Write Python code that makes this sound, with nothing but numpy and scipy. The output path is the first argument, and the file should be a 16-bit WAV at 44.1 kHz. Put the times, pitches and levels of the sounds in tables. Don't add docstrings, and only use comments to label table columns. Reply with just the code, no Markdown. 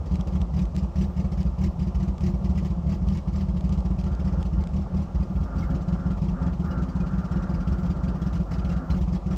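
import sys
import numpy as np
from scipy import signal
from scipy.fft import rfft, irfft, next_fast_len
from scipy.io import wavfile
from scipy.ndimage import uniform_filter1d

SR = 44100
rng = np.random.default_rng(int(sys.argv[2]) if len(sys.argv) > 2 else 0)


def pcm_store(signal):
    levels = np.round(np.clip(np.atleast_2d(signal), -1, 1) * 32767)
    wavfile.write(sys.argv[1], SR, levels.astype(np.int16).T)


def volts(x):
    e = np.asarray(x, float) / 20
    return 10 ** e


N = 413216


def unit(x):
    return x / np.sqrt(np.mean(x ** 2) + 1e-20)


def filtered(x, response):
    m = next_fast_len(N + SR // 2, True)
    hz = np.fft.rfftfreq(m, 1 / SR)
    gain = np.interp(hz, hz[::8], response(hz[::8]))
    return irfft(rfft(x, m) * gain, m)[:N]


def shape(points):
    f, db = np.transpose(points)
    return lambda hz: volts(np.interp(np.log(hz + 1), np.log(f), db, -120, -120))


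def modes(rows, sense=-1):
    def response(f):
        total = 0
        for k, (centre, width, db) in enumerate(rows):
            peak = 1j * f * width / (centre * centre - f * f + 1j * f * width)
            total = total + sense ** k * volts(db) * peak
        return total
    return response


def blows(times, sizes):
    return np.bincount(np.round(times * SR).astype(int), sizes, N)[:N]


def swell(times, sizes, rise, fall):
    t = np.arange(SR // 4) / SR
    hump = (1 - np.exp(-t / rise)) * np.exp(-t / fall)
    power = signal.fftconvolve(blows(times, sizes ** 2), (hump / hump.max()) ** 2)[:N]
    return np.sqrt(np.abs(power))


def rush(response, patchy_db, wide=6, long=8):
    z = signal.stft(rng.standard_normal(N + 512), nperseg=256)[2]
    field = uniform_filter1d(rng.standard_normal(z.shape), wide, axis=0)
    field = uniform_filter1d(field, long, axis=1)
    noise = signal.istft(z * volts(patchy_db * unit(field)), nperseg=256)[1][:N]
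    return unit(filtered(noise, response))


def gains(rows):
    s, *levels = np.transpose(rows)
    return [volts(np.interp(np.arange(N) / SR, s, db, left=-120)) for db in levels]


def held(rows, edge_s):
    t = np.arange(0, N / SR, .002)
    on = np.array([np.clip(np.minimum(t - a, b - t) / edge_s + .5, 0, 1) for a, b, *_ in rows])
    return [np.interp(np.arange(N) / SR, t, gain) for gain in volts(np.array(rows)[:, 2:]).T @ on]


def firings():
    # time_s, cycles_done
    crank = [(0.0, -0.633), (0.561, 2), (0.980, 4), (1.607, 7), (2.231, 10), (2.648, 12), (2.862, 13),
             (3.271, 15), (3.692, 17), (4.320, 20), (4.523, 21), (5.3495, 25), (5.5531, 26),
             (5.6976, 26.75), (7.309, 35.75), (8.0302, 39.75), (8.5782, 42.75), (9.393, 47.25)]
    # first_s, last_s, boom_db, bark_db, rattle_db
    spells = [(0.1071, 2.2041, -4, -4.5, -55.5), (0.1346, 2.6485, -2.6, -1.6, -53),
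              (0.187, 2.6998, -1, -2, -56), (2.334, 2.546, -2, -4, -58), (2.8622, 5.5531, -1.5, -3, -58),
              (2.8889, 3.0924, -3, -2.5, -52.5), (2.9145, 3.3249, -5, -3.5, -53.5),
              (2.9388, 4.1909, -3, -5, -54), (3.1677, 3.3767, -9, -5, -55), (3.6369, 4.2682, -1.4, -3, -54),
              (4.0326, 4.4471, -2.5, -4, -54), (4.3713, 5.6021, -3, -2.5, -60.5),
              (4.397, 5.6259, -2, -11, -56.5), (4.7566, 4.9625, -3.5, -5.5, -55),
              (5.6976, 7.1293, -4, -0.8, -56), (5.7427, 7.1772, -5, -0.6, -52.5),
              (7.3547, 8.259, -2.5, -1.1, -52), (5.8062, 6.1681, -8, -7, -58),
              (6.5243, 7.9596, -10, -4, -55.5), (8.1425, 8.6886, -7, -4.5, -52.5),
              (7.309, 9.3026, -4, -1.8, -54), (8.3487, 8.7115, -2.5, -3, -52),
              (9.0749, 9.257, -4.5, -2, -56), (8.9626, 9.3241, -6, -4.5, -53)]
    # time_s, boom_db, bark_db, rattle_db
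    strays = [(0.0537, -7, -16.5, -56.5), (0.2671, 0.5, -6.5, -50.5), (0.5848, -10, 0.5, -49.5),
              (1.0062, -9, -1.5, -50), (1.083, -12, -10.5, -75), (1.3152, -1.5, -5, -53),
              (1.6331, 0.5, -1, -50), (1.943, 0.5, -7, -54), (2.2576, -2.5, -3, -49),
              (2.4093, -11, -4, -69.5), (2.5719, 0, -2.8, -50), (2.621, -6, -3.5, -53.5),
              (2.8337, -9, -7, -69), (3.0144, -2.5, -2.7, -65), (3.4028, -2.5, -7.5, -53),
              (3.4285, -7.5, -4, -68), (3.533, -14.5, -2.5, -79), (3.718, -4, -1.5, -48.5),
              (5.2961, -13, -2.7, -67), (5.5779, -5, -8.5, -54), (5.8517, -13, -28, -75),
              (6.2149, -4.5, 0, -55), (6.483, -5, -5.5, -72), (7.1082, -9.6, -10, -61),
              (7.5588, -10, -7.5, -77), (7.8268, -9, -3, -56), (8.6426, 0, -2.5, -52.5),
              (8.8974, 0.5, -1.3, -47), (9.0077, -0.5, -3, -48)]
    # boom_db, bark_db, rattle_db
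    crowded_db = (-1.5, 0.3, 1.5)
    # boom_db, bark_db, rattle_db
    rested_db = (0.7, -0.3, 0.3)
    # boom_db, bark_db, rattle_db
    scatter_db = (1.0, 0.5, 1.5)
    cylinders = 8
    s, done = np.transpose(crank)
    rows = []
    for first, last, *db in spells:
        a, b = np.interp([first, last], s, done)
        cycles = np.linspace(a, b, round(b - a) + 1)
        rows += [(t, *db) for t in np.interp(cycles, done, s)]
    fired = np.array(sorted(rows + strays))
    position = cylinders * np.interp(fired[:, 0], s, done)
    turns = np.round(np.diff(position, prepend=-cylinders))[:, None]
    change = (turns < 2) * crowded_db + (turns > 3) * rested_db
    change = change + rng.standard_normal((len(fired), 3)) * scatter_db
    return fired + np.pad(change, [(0, 0), (1, 0)])


def exhaust(fired):
    # pitch_hz, width_hz, level_db
    cabins = [
        [(42.6, 6.8, 2), (55.4, 7.4, 17.8), (77, 18.5, 13.5)],
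        [(45.8, 6, 10.8), (56.3, 13, 17.7), (74.3, 30.6, 13.1)],
    ]
    # pitch_hz, width_hz, level_db
    pipes = [
        [(150.4, 65.3, 13.2), (187.4, 20.4, 24.8), (202.6, 15, 17.8)],
        [(166.2, 67.6, 17.7), (184, 25.5, 25.6), (200.7, 9.4, 15.8)],
    ]
    # pitch_hz, width_hz, level_db
    plates = [(240.3, 39.5, -3.5), (302.4, 19.7, -1), (350.6, 24, 3.5)]
    slug = lambda hz: -volts(26) / (1 + 1j * hz / 100) ** 2
    bangs = 0
    fast = fired[:, 0] > 5.66
    for part, cabin, pipe in zip((fired[~fast], fired[fast]), cabins, pipes):
        s, boom_db, bark_db, _ = part.T
        bangs = bangs + filtered(blows(s, volts(boom_db)), lambda hz: slug(hz) * modes(cabin)(hz))
        bangs = bangs + filtered(blows(s, volts(bark_db)), lambda hz: slug(hz) * modes(pipe)(hz))
    s, _, bark_db, _ = fired.T
    shake = swell(s, volts(bark_db), rise=0.0088, fall=0.037) + 0.13
    band = lambda hz: hz ** 4 / (hz ** 4 + 285.0 ** 4) / (1 + (hz / 373.0) ** 8)
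    panels = lambda hz: modes(plates)(hz) * band(hz)
    return bangs + volts(-44) * shake * rush(panels, patchy_db=1.2)


def trim(fired):
    # pitch_hz, level_db
    loose = [(1950, 0), (2200, 0.5), (2450, -3), (2950, -2), (3250, -1), (3900, -6), (4800, 0),
             (5350, -1.5), (5900, -2.5), (7300, -7)]
    # pitch_hz, level_db per Hz
    buzz_colour = [(1000, -33), (1700, -1.5), (2900, -2), (3570, -7), (5200, -4), (7300, -12.5),
                   (8500, -18), (16000, -16)]
    s, _, _, rattle_db = fired.T
    draw = rng.random((len(s), 5, 4))
    t = np.arange(SR // 16) / SR
    hz, db = np.transpose(loose)[:, (len(loose) * draw[..., :1]).astype(int)]
    hz = hz * (1 + .06 * (draw[..., 3:] - .5))
    age = np.maximum(t - .002 - 0.014 * draw[..., 1:2], 0)
    fade = volts(db - 15 * draw[..., 2:3] - 60 * age / 0.058)
    rings = fade * (1 - np.exp(-age / 0.0041)) * np.sin(2 * np.pi * hz * age)
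    where = np.round(s * SR).astype(int)[:, None] + np.arange(len(t))
    loudness = volts(rattle_db)[:, None] * rings.sum(axis=1)
    ring = np.bincount(where.ravel(), loudness.ravel(), N)[:N]
    buzz = rush(shape(buzz_colour), patchy_db=2.5, wide=4, long=5)
    shiver = swell(s + .001, volts(rattle_db), rise=.006, fall=.02)
    return volts(6.5) * ring + volts(-1.5) * shiver * buzz


def road(fired):
    # time_s, rumble_db (shell), roar_db (tyres)
    surface = [(0.0, -23, -47), (0.52, -28, -47.5), (7.91, -28, -47), (9.37, -32.5, -46.5)]
    # pitch_hz, level_db per Hz
    rumble_colour = [(25, -32), (50, -2), (80, -3.5), (105, -15), (140, -11.5), (185, -4), (210, -21),
                     (240, -16), (300, -57.5)]
    # pitch_hz, level_db per Hz
    roar_colour = [(130, -27), (220, -2.5), (267, -2), (349, -3), (400, -6), (706, -4), (1160, -12),
                   (1480, -26), (2200, -37), (2860, -49), (4840, -120)]
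    # pitch_hz, level_db
    scrape_colour = [(200, -30), (550, -4), (950, -8), (1150, -0.5), (1750, -3.5), (2100, -11.5),
                     (4000, -50)]
    # pitch_hz, width_hz, level_db
    floor = [(557, 24, -0.5), (650, 110, -13.5), (883, 18, 0), (986, 21, -9.5), (1096, 21, -16.5),
             (1215, 60, 7), (1357, 56, 10), (1560, 52, -9), (1890, 20, -37.5)]
    # start_s, end_s, rubbing_db, hum_db (floor)
    rubs = [(4.03, 4.45, -55, -60), (4.56, 4.72, -56.5, -62), (4.8, 5.44, -60, -58),
            (5.45, 5.8, -51.5, -40), (5.8, 5.94, -55, -50), (5.94, 6.15, -49, -42.5),
            (6.34, 6.52, -47, -44), (6.64, 6.81, -47, -44), (6.81, 6.96, -53, -45), (6.96, 7.34, -49, -46),
            (7.34, 7.53, -46, -47), (7.53, 7.9, -49.5, -50), (7.9, 8.24, -52, -46), (8.24, 8.41, -50, -47),
            (8.48, 8.8, -51, -51), (8.8, 8.98, -48, -42), (9.29, 9.37, -52, -46)]
    rumble, roar = gains(surface)
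    rub, hum = held(rubs, edge_s=0.07)
    pan = modes(floor, sense=0.89)
    s, boom_db, _, _ = fired.T
    between = 1 / (1 + .6 * swell(s, volts(boom_db), rise=.004, fall=.03))
    shell = volts(-3.2) * rumble * between * rush(shape(rumble_colour), patchy_db=2.5, long=16)
    drag = 1 + volts(42.5) * rub / 2
    throb = 1 + 0.25 - 2 * 0.25 * between
    through_floor = lambda hz: shape(roar_colour)(hz) * (1.17 + abs(pan(hz)))
    tyres = volts(4.2) * roar * drag * throb * rush(through_floor, patchy_db=1.6)
    scrape = lambda hz: pan(hz) * shape(scrape_colour)(hz)
    rubbing = volts(1.5) * rub * rush(scrape, patchy_db=1.7, wide=2, long=30)
    floor_hum = lambda hz: modes([(255, 11, 0), (551, 14, -8)])(hz) ** 2
    humming = volts(1.5) * hum * rush(floor_hum, patchy_db=2.5)
    return shell + tyres + rubbing + humming


def clanks():
    # time_s, peak_db, pitch_hz
    strikes = [(2.2614, -46, 2140), (2.575, -38, 1975), (5.6244, -35.5, 2150), (6.7101, -41, 2900),
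               (7.0065, -40.5, 2456), (8.7011, -40, 2750), (8.9077, -38, 4120)]
    out, t = np.zeros(N + SR), np.arange(SR // 10) / SR
    for s, db, hz in strikes:
        fade = volts(db - 3.5 - 60 * t / 0.08) * (1 - np.exp(-t / .003))
        out[round(s * SR):][:len(t)] += fade * np.sin(2 * np.pi * hz * t)
    return out[:N]


def grit():
    # time_s, peak_db
    stones = [(0.156, -36), (0.2103, -35), (0.2728, -43.5), (0.4165, -37.5), (0.6539, -40), (1.43, -40),
              (2.1809, -39), (2.2077, -41), (2.6482, -41), (3.0873, -37), (3.173, -39), (3.6082, -37),
              (3.693, -40), (3.805, -43), (4.013, -42), (4.041, -40), (4.15, -40), (4.428, -34),
              (4.6381, -38.5), (4.6725, -37.5), (4.6906, -48), (5.6088, -44.5), (8.3774, -45), (8.433, -50),
              (9.3624, -38)]
    # time_s, level_db
    snap = [(0.7652, -12.5)]
    out, t = np.zeros(N + SR), np.arange(SR // 20) / SR
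    for (s, db), crackle in zip(stones, rng.standard_normal((len(stones), len(t)))):
        out[round(s * SR):][:len(t)] += volts(db + 8 - 60 * t / 0.014) * crackle
    body = lambda hz: (1j * hz / (2000 + 1j * hz)) ** 2 / (1 + 1j * hz / 7000) ** 4
    glass = lambda hz: 1j * hz / (900 + 1j * hz) / (1 + 1j * hz / 7000) ** 2
    s, db = np.transpose(snap)
    return filtered(out[:N], body) + filtered(blows(s, volts(db)), glass)


def air():
    # pitch_hz, level_db per Hz
    draught_colour = [(12000, -24.5), (14000, -4.5), (15800, 2.5)]
    # pitch_hz, level_db per Hz
    hiss_colour = [(1000, -31), (1700, -3.5), (3000, -4.5), (3570, -8), (5500, -7.5), (8500, -15.5),
                   (16000, -20.5)]
    # start_s, end_s, level_db
    puffs = [(0.97, 1.17, -83), (1.62, 1.78, -88), (2.27, 2.44, -86), (2.57, 2.72, -87), (3.36, 3.46, -86),
             (4.36, 4.46, -88), (5.3, 5.47, -81), (5.57, 5.76, -78), (6.64, 6.75, -77), (7.16, 7.26, -84),
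             (7.75, 7.88, -82), (8.18, 8.36, -81), (8.44, 8.56, -85), (8.86, 9.05, -80), (9.345, 9.37, -72)]
    leak = rush(shape(draught_colour), patchy_db=3.5, wide=40, long=2)
    hiss = rush(shape(hiss_colour), patchy_db=.8)
    flow = volts(-96) + held(puffs, edge_s=0.06)[0]
    return volts(11) * flow * leak + volts(-64) * hiss


def scene():
    fired = firings()
    return (exhaust(fired) + trim(fired) + road(fired) + clanks() + grit() + air())[None]


def low_pass(x):
    return signal.sosfilt(signal.butter(12, 15700, fs=SR, output="sos"), x)


def record(dry):
    # pitch_hz, level_db
    port = [(10, 0), (7500, 0), (10100, -7), (11700, -14), (12800, -12), (13600, -3), (14400, -4),
            (14900, -12), (15700, -13)]
    mix = filtered(dry[0], shape(port))[None]
    return low_pass(mix)


dry = scene()
out = record(dry)
pcm_store(out)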